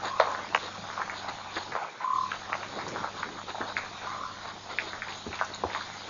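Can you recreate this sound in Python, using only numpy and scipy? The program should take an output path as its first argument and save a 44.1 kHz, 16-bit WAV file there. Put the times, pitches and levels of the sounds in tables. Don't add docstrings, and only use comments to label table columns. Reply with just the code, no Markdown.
import sys
import numpy as np
from scipy import signal
from scipy.fft import rfft, irfft, next_fast_len
from scipy.io import wavfile
from scipy.ndimage import uniform_filter1d, map_coordinates

SR = 44100
rng = np.random.default_rng(int(sys.argv[2]) if len(sys.argv) > 2 else 0)


def unload_wav(signal):
    wavfile.write(
        sys.argv[1],
        SR,
        np.round(np.clip(np.atleast_2d(signal).T, -1, 1) * 32767).astype(np.int16),
    )


N = 268957
TIME = np.arange(N) / SR


def amp(db):
    return 10 ** (np.asarray(db) / 20)


def unit(x):
    return x / np.sqrt(np.mean(x ** 2) + 1e-20)


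def curves(rows):
    seconds, *columns = np.transpose(rows)
    return [np.interp(TIME, seconds, column) for column in columns]


def wobble(rate):
    points = rng.standard_normal(int(N * rate / SR) + 4)
    return map_coordinates(points, [TIME * rate])


def filtered(x, response):
    size = next_fast_len(N + 8192)
    frequencies = np.fft.rfftfreq(size, 1 / SR)
    return irfft(rfft(x, size) * response(frequencies), size)[:N]


def coloured(x, spectrum):
    f, db = np.transpose(spectrum)
    return unit(filtered(x, lambda hz: amp(np.interp(np.log(hz + 1), np.log(f), db))))


def add(track, s, sound):
    start = max(round(s * SR), 0)
    track[start:start + len(sound)] += sound[:max(N - start, 0)]


def patchy(depth_db):
    bins = signal.stft(rng.standard_normal(N), nperseg=512)[2]
    field = rng.standard_normal(bins.shape)
    field = uniform_filter1d(field, size=4, axis=0)
    field = uniform_filter1d(field, size=10, axis=1)
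    return unit(signal.istft(bins * amp(depth_db * unit(field)), nperseg=512)[1][:N])


def crackle(rate, share):
    ticks = (rng.random(N) < rate / SR) * rng.standard_normal(N)
    share = np.clip(share, 0, 1)
    return np.sqrt(share) * unit(ticks) + np.sqrt(1 - share) * patchy(depth_db=3.4)


def swells(rows):
    return np.array([np.exp(-.5 * ((TIME - s) / width) ** 2) for s, width, *_ in rows])


def scatter(sound, t60, rate, delay):
    t = np.arange(SR // 3) / SR
    paths = (rng.random(len(t)) < rate / SR) * rng.standard_normal(len(t))
    paths = paths * amp(-60 * t / t60) * np.clip(t / delay, 0, 1) ** 2
    echoes = signal.fftconvolve(sound, paths)
    return echoes * np.linalg.norm(sound) / (np.linalg.norm(echoes) + 1e-12)


LULL_FROM_S, LULL_TO_S, LULL_RAMP_S = 1.77, 2.143, 0.017
LULL_BASS_DB, LULL_HISS_DB = -27, -4


def lull():
    return np.clip(np.minimum(TIME - LULL_FROM_S, LULL_TO_S - TIME) / LULL_RAMP_S, 0, 1)


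INSECT_DB, INSECT_SWAY_DB, RUMBLE_DB = -47, 1, -63.5
HUM_WAVER_DB = 1
# frequency in Hz, rms level in dB before the waver and lull.
HUM_TONES = [(50, -74.5), (100, -57.5), (150, -67), (200, -59.5), (300, -67)]
# frequency in Hz, relative level in dB.
INSECT_COLOUR = [(2200, -17.5), (3100, -4.5), (3750, 1.5), (4050, -1), (4300, -1.5), (4600, -5.5),
                 (4900, -6), (5200, -8), (6100, -9), (6650, -5), (7000, -12)]
RUMBLE_COLOUR = [(10, -2.5), (30, -0.5), (55, -7), (80, 3.5), (110, -11.5), (200, -46)]


def night():
    insect_db = INSECT_DB + INSECT_SWAY_DB * wobble(8) + LULL_HISS_DB * lull()
    insects = amp(insect_db) * coloured(patchy(depth_db=2.5), INSECT_COLOUR)
    rumble = amp(RUMBLE_DB) * coloured(rng.standard_normal(N), RUMBLE_COLOUR)
    hum = np.zeros(N)
    for hz, db in HUM_TONES:
        hum += np.sqrt(2) * amp(db) * np.sin(2 * np.pi * (hz * TIME + rng.random()))
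    bass = rumble + hum * amp(HUM_WAVER_DB * wobble(5.7))
    return insects + bass * amp(LULL_BASS_DB * lull())


BODY_DB, CRISP_DB, LOW_DB = 2.5, -4, -6.5
CRISP_FOLLOWS, LOW_FOLLOWS = 0.82, 0.41
SCUFF_LUMPS_DB, SCUFF_LUMPS_PER_S = 3, 40
# time in seconds, stirring level in dB.
STIRRING = [(0, -43.5), (.17, -47), (.27, -42.5), (.42, -42), (.7, -46.5), (.88, -47), (1.0, -41.5),
            (1.35, -46.5), (1.65, -49), (1.82, -44), (1.96, -50), (2.3, -47.5), (2.55, -47.5), (2.88, -44),
            (3.48, -47.5), (3.75, -45), (4.1, -47), (4.6, -52), (5.0, -47.5), (5.5, -48), (6.1, -45.5)]
# middle in seconds, spread in seconds, level in dB.
SCUFF_STROKES = [(1.575, 0.017, -47), (1.731, 0.013, -46), (2.678, 0.013, -50.5), (2.775, 0.025, -48),
                 (2.918, 0.087, -44.5), (3.273, 0.083, -48.5), (4.22, 0.0088, -45.5), (4.855, 0.022, -52)]
# frequency in Hz, relative level in dB.
LOW_COLOUR = [(60, -24.5), (130, -4), (250, -2.5), (330, -1.5), (420, -2), (600, -3.5), (1000, -40.5)]
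BODY_COLOUR = [(250, -35.5), (480, -8.5), (780, 3.5), (1100, 1.5), (1500, -1.5), (1900, -13.5),
               (3000, -43.5)]
CRISP_COLOUR = [(1000, -30.5), (1750, -2), (2350, -1.5), (2850, -9), (3500, -16.5), (5000, -18)]


def rustling():
    stir_db, = curves(STIRRING)
    usual_db = stir_db.mean()
    effort_db = stir_db - usual_db

    drags = amp(np.array(SCUFF_STROKES)[:, 2]) @ swells(SCUFF_STROKES)
    drags = drags * amp(SCUFF_LUMPS_DB * wobble(SCUFF_LUMPS_PER_S))
    ground = amp(usual_db + LOW_DB + LOW_FOLLOWS * effort_db) + drags
    low = ground * amp(0.46 * wobble(26)) * coloured(crackle(rate=150, share=0.28), LOW_COLOUR)

    body_db = stir_db + BODY_DB + 2.2 * wobble(30)
    body = amp(body_db) * coloured(crackle(rate=120, share=0.3), BODY_COLOUR)

    crisp_db = usual_db + CRISP_DB + CRISP_FOLLOWS * effort_db + 0.37 * wobble(30)
    crisp = amp(crisp_db) * coloured(crackle(rate=150, share=0.2), CRISP_COLOUR)
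    return low + body + crisp


THROAT_RISE_S = .008


def throat():
    u = np.arange(SR // 25) / SR / THROAT_RISE_S
    return u ** 6 * np.exp(6 * (1 - u))


TRILL_PER_S, WARM_UP_LAG_PULSES, WARM_UP_PULSES = 39.26, 1.02, 1.6
TRILL_ATTACK_S, TRILL_RELEASE_S, TRILL_DEPTH_DB = .04, .15, 11
SCOOP, SCOOP_S = .075, .075
TRILL_SAG, TRILL_WAVER = .02, .011
TRILL_UNEVEN_DB = .7
UPPER_RATIO, UPPER_CLIMB_PER_S = 1.1, .4
POND_T60_S, POND_PATHS_PER_S, POND_DELAY_S = .19, 1500, .007
# first pulse in seconds, end of the pulses in seconds, level in dB,
# pitch in Hz, scatter in dB against the trill, upper tone in dB against the main one.
FROG_TRILLS = [(.045, .39, -30, 1080, -.5, -12), (2.009, 2.3, -20.3, 1072, -3, -14),
               (4.036, 4.36, -31, 1088, -.5, -7)]


def frogs():
    track, k, t = np.zeros(N), np.arange(20), TIME[:SR // 2]
    times = (k + WARM_UP_LAG_PULSES * (1 - np.exp(-k / WARM_UP_PULSES))) / TRILL_PER_S
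    for start, end, db, hz, scatter_db, upper_db in FROG_TRILLS:
        length, beats = end - start, np.zeros(len(t))
        for s in times[times < length]:
            add(beats, s, amp(rng.normal(0, TRILL_UNEVEN_DB)) * throat())

        rising = np.clip(1 - (t - THROAT_RISE_S) / TRILL_ATTACK_S, 0, 1)
        tiring = np.clip(1 - (length - t) / TRILL_RELEASE_S, 0, 1) ** 1.5
        scoop = np.clip(1 - t / SCOOP_S, 0, 1)
        pitch = hz * (1 - SCOOP * scoop - TRILL_SAG * tiring + TRILL_WAVER * wobble(59.2)[:len(t)])
        upper = hz * (UPPER_RATIO + UPPER_CLIMB_PER_S * t + TRILL_WAVER * wobble(60)[:len(t)])
        low, high = np.sin(2 * np.pi * np.cumsum([pitch, upper], axis=1) / SR)

        loudness = amp(db - TRILL_DEPTH_DB * (rising + tiring)) * beats
        trill = loudness * (low + amp(upper_db) * high)
        blur = amp(scatter_db) * scatter(trill, POND_T60_S, POND_PATHS_PER_S, POND_DELAY_S)
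        add(track, start - THROAT_RISE_S, trill)
        add(track, start - THROAT_RISE_S, blur)
    return track


# middle in seconds, spread in seconds,
# level of the grass in dB, level of the swish in dB.
BRUSH_STROKES = [(0.069, 0.023, -33.5, -38), (0.639, 0.038, -41, -44), (1.188, 0.032, -55, -43.5),
                 (1.292, 0.0076, -35, -43), (1.573, 0.0088, -32.5, -47), (1.578, 0.049, -41, -44),
                 (2.029, 0.017, -35.5, -57), (2.48, 0.029, -43.5, -64), (2.778, 0.05, -46, -51),
                 (3.197, 0.027, -48, -45), (3.497, 0.013, -35, -43), (3.693, 0.013, -39, -43.5),
                 (3.784, 0.011, -37, -40), (4.063, 0.034, -39, -55), (4.47, 0.037, -38.5, -50.5),
                 (4.715, 0.019, -39, -46), (4.86, 0.066, -42, -46.5), (5.117, 0.028, -44.5, -45),
                 (5.361, 0.027, -43.5, -46.5), (5.77, 0.039, -42.5, -44)]
# frequency in Hz, relative level in dB.
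GRASS_COLOUR = [(120, -25), (330, -6), (1100, 5), (2100, -4), (3000, -15), (5000, -33)]
SWISH_COLOUR = [(1500, -41), (2400, -14.5), (3100, -0.5), (3700, 13), (4400, 6.5), (4900, 5.5), (5400, -14),
                (6200, -16.5), (6700, 7.5), (7000, -12.5)]


def brushing():
    grass, swish = amp(np.array(BRUSH_STROKES)[:, 2:]).T @ swells(BRUSH_STROKES)
    grass = grass * coloured(crackle(rate=800, share=0.22), GRASS_COLOUR)
    swish = swish * coloured(crackle(rate=600, share=0.59), SWISH_COLOUR)
    return grass + swish


def packet_time(hz, cycles):
    return np.arange(int(4 * cycles / hz * SR)) / SR * hz / cycles - 2


def pulse(hz, cycles):
    u = packet_time(hz, cycles)
    return np.exp(-2 * u ** 2) * np.cos(2 * np.pi * (cycles * u + rng.random()))


def click(hz, cycles):
    u = packet_time(hz, cycles)
    envelope = np.sinc(u) * np.cos(np.pi * u / 4)
    return envelope * np.cos(2 * np.pi * (cycles * u + rng.random()))


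SCATTER_PER_S, SCATTER_DELAY_S = 1500, 0.002
EARLY_DB, EARLY_T60_S = -8.5, 0.022


def knock(hz, cycles, scatter_db, t60, crack_hz, crack_db):
    ring, crack, rise = click(hz, cycles), pulse(crack_hz, 1.1), 2 * cycles / hz
    sound = amp(scatter_db) * scatter(ring, t60, SCATTER_PER_S, SCATTER_DELAY_S)
    sound += amp(EARLY_DB) * scatter(ring, EARLY_T60_S, SCATTER_PER_S, SCATTER_DELAY_S)
    sound[:len(ring)] += ring
    crack_start = max(round((rise - 2 / crack_hz) * SR), 0)
    sound[crack_start:][:len(crack)] += amp(crack_db) * crack
    return sound, rise


def thin(x, edge_hz):
    return signal.sosfilt(signal.butter(6, edge_hz, "high", fs=SR, output="sos"), x)


TWIGS_PER_S, TWIG_DB, TWIG_SPREAD_DB = 6.5, 11.5, 2
TWIG_HZ, TWIG_SPREAD_OCTAVES, TWIG_CYCLES, TWIG_SCATTER_DB = 1200, 0.27, 0.8, -3


def twigs():
    count = 70
    gaps = rng.exponential(1 / TWIGS_PER_S, count)
    size, pitch = rng.standard_normal((count, 2)).T
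    times = np.cumsum(gaps)
    db = np.interp(times, *np.transpose(STIRRING)) + TWIG_DB + TWIG_SPREAD_DB * size
    hz = TWIG_HZ * 2 ** (TWIG_SPREAD_OCTAVES * pitch)
    return [(*row, TWIG_CYCLES, TWIG_SCATTER_DB) for row in zip(times, db, hz)]


SNAP_T60_S, SNAP_CRACK_HZ, SNAP_CRACK_DB, STICK_EDGE_HZ = 0.3, 4200, -22, 441
# peak time in seconds, level in dB, pitch in Hz,
# cycles of ring (at least 0.5 is played), scatter in dB against the ring.
SHARP_KNOCKS = [(0.1997, -5.5, 1210, 0.56, -4.5), (.2004, -33, 5850, 4.9, -16),
                (0.2015, -21, 3800, 3.5, -6), (.2018, -14.5, 570, 2.2, -10), (.2022, -5, 923, 1.03, -14.5),
                (.208, -26.5, 4150, 4.3, -10), (0.2106, -20, 3740, 1.6, -11.5),
                (.218, -17.5, 700, 1.7, -14), (.2256, -21, 850, 1.5, -16), (0.2712, -18.5, 850, .8, 4),
                (.317, -33, 6700, 3, -8.5), (.349, -18.5, 1320, 0.97, -3), (0.3908, -25, 1080, 0.65, 2),
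                (0.5479, -7.5, 2210, 1.3, -17), (0.5499, -6.5, 1060, 0.97, -9.5),
                (0.549, -21.5, 2800, 1.7, -6), (.548, -25.5, 5900, 1.9, 0.5),
                (0.9018, -21.5, 1240, 0.84, -2), (0.932, -29, 1380, 1.2, 3), (0.978, -20.5, 1070, 1.25, -1),
                (1.0053, -28, 1000, 1.3, -5), (1.018, -15, 1360, 1.23, -9), (1.0981, -21, 1870, 1.76, -3.5),
                (1.293, -23.5, 1350, 0.46, 2), (1.722, -20, 1490, 0.77, 4), (1.753, -14.5, 990, 0.83, -9),
                (1.7627, -17.5, 900, 1, -4), (1.7872, -25, 1070, .9, -1), (2.317, -16, 1720, 0.49, -0.5),
                (2.3201, -19, 1410, 2.7, -7), (2.3436, -27, 1600, 1, -10), (2.5229, -20.5, 1030, 1.17, 2.5),
                (2.5304, -11.5, 1700, 0.91, -8.5), (2.5415, -22.5, 2080, 1.3, -7),
                (2.6321, -19, 1510, 0.57, -1), (2.7957, -28, 1900, 1.8, 2), (2.8672, -26.5, 1000, 2, -13),
                (2.882, -29, 6200, 2.1, 4), (2.9606, -20, 1240, 1.07, 3.5), (3.0402, -19, 1150, 1, -8),
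                (3.0448, -17.5, 1020, 1.43, -6), (3.075, -22, 1050, 0.99, -19),
                (3.2301, -20, 1630, 0.95, -5), (3.2323, -17, 1340, 1.56, -6), (3.548, -24.5, 800, 2.3, 1),
                (3.555, -24, 900, 0.7, -8), (3.611, -20.5, 1040, 0.76, 4), (3.6154, -15.5, 1220, 0.95, -15),
                (3.768, -12, 1950, 1.58, -5), (4.237, -23.5, 1190, 2.2, -4), (4.787, -10.5, 2070, 1.7, -10),
                (4.7872, -30, 3470, 5.6, -3), (4.9329, -21.5, 1460, 1.1, 0.5),
                (5.0212, -19, 1840, 1.47, -2), (5.084, -27, 1900, 1.6, 3), (5.1247, -25.5, 3300, 1.3, -10),
                (5.178, -36.5, 6800, 6.4, -3), (5.33, -26.5, 2330, 2.2, -3), (5.3436, -31, 2200, 2.2, -5),
                (5.3911, -22, 2050, 0.8, -1.5), (5.3963, -27, 1630, 1.4, 6), (5.413, -10, 1130, 0.98, -8.5),
                (5.422, -15, 1200, 1.2, -16), (5.4498, -30, 6100, 3.1, -7.5), (5.539, -29, 4000, 5, 1),
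                (5.5478, -33, 4200, 3, -8), (5.548, -30, 6800, 7.1, -8), (5.6378, -14, 810, 1.45, -7),
                (5.6503, -21, 750, 1.5, -10), (5.699, -27.5, 1400, 0.58, 9), (5.733, -24, 1890, 0.59, 3.5),
                (5.7493, -15, 1420, 0.86, -9), (5.762, -21.5, 1070, 2.7, -7),
                (5.807, -30.5, 4000, 2.6, 4.5), (5.8113, -23, 1410, 2.1, -10)]
# lag in seconds, level in dB against the knock.
ADDED_ECHOES = [(.0124, -10), (.0268, -17)]


def snaps(rows):
    track = np.zeros(N)
    for s, db, hz, cycles, scatter_db in rows:
        sound, rise = knock(hz, max(cycles, .5), scatter_db, SNAP_T60_S, SNAP_CRACK_HZ, SNAP_CRACK_DB)
        add(track, s - rise, amp(db) * sound)
        for lag_s, echo_db in ADDED_ECHOES:
            add(track, s - rise + lag_s, amp(db + echo_db) * sound)
    return thin(track, edge_hz=STICK_EDGE_HZ)


STEP_CYCLES, STEP_T60_S, STEP_CRACK_HZ, STEP_CRACK_DB = 1.05, 0.3, 1190, -5.5
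THUMP_HZ, THUMP_CYCLES, THUMP_LAG_S = 83.6, 1.75, 0.0213
# peak time in seconds, level in dB,
# pitch in Hz, scatter in dB against the ring, ground thump in dB against the row's level.
STEPS = [(.79, -41, 152, 4.5, -26), (3.608, -26, 362, -2.5, -24), (5.2679, -25.5, 340, -7, -14),
         (5.279, -29.5, 310, -3, -25), (5.64, -20.5, 430, -6, -16), (5.6505, -23.5, 470, -9, -30)]


def footfalls():
    track = np.zeros(N)
    for s, db, hz, scatter_db, thump_db in STEPS:
        sound, rise = knock(hz, STEP_CYCLES, scatter_db, STEP_T60_S, STEP_CRACK_HZ, STEP_CRACK_DB)
        add(track, s - rise, amp(db) * sound)
        thump = amp(db + thump_db) * pulse(THUMP_HZ, THUMP_CYCLES)
        add(track, s + THUMP_LAG_S - 2 * THUMP_CYCLES / THUMP_HZ, thump)
    return track


def scene():
    background = night() + rustling()
    animals = frogs() + brushing() + snaps(SHARP_KNOCKS) + snaps(twigs()) + footfalls()
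    return (background + animals)[None]


TOP_HZ = 7090


def record(dry):
    return filtered(dry[0], lambda hz: np.clip((TOP_HZ - hz) / 200 + .5, 0, 1))[None]


dry = scene()
out = record(dry)
unload_wav(out)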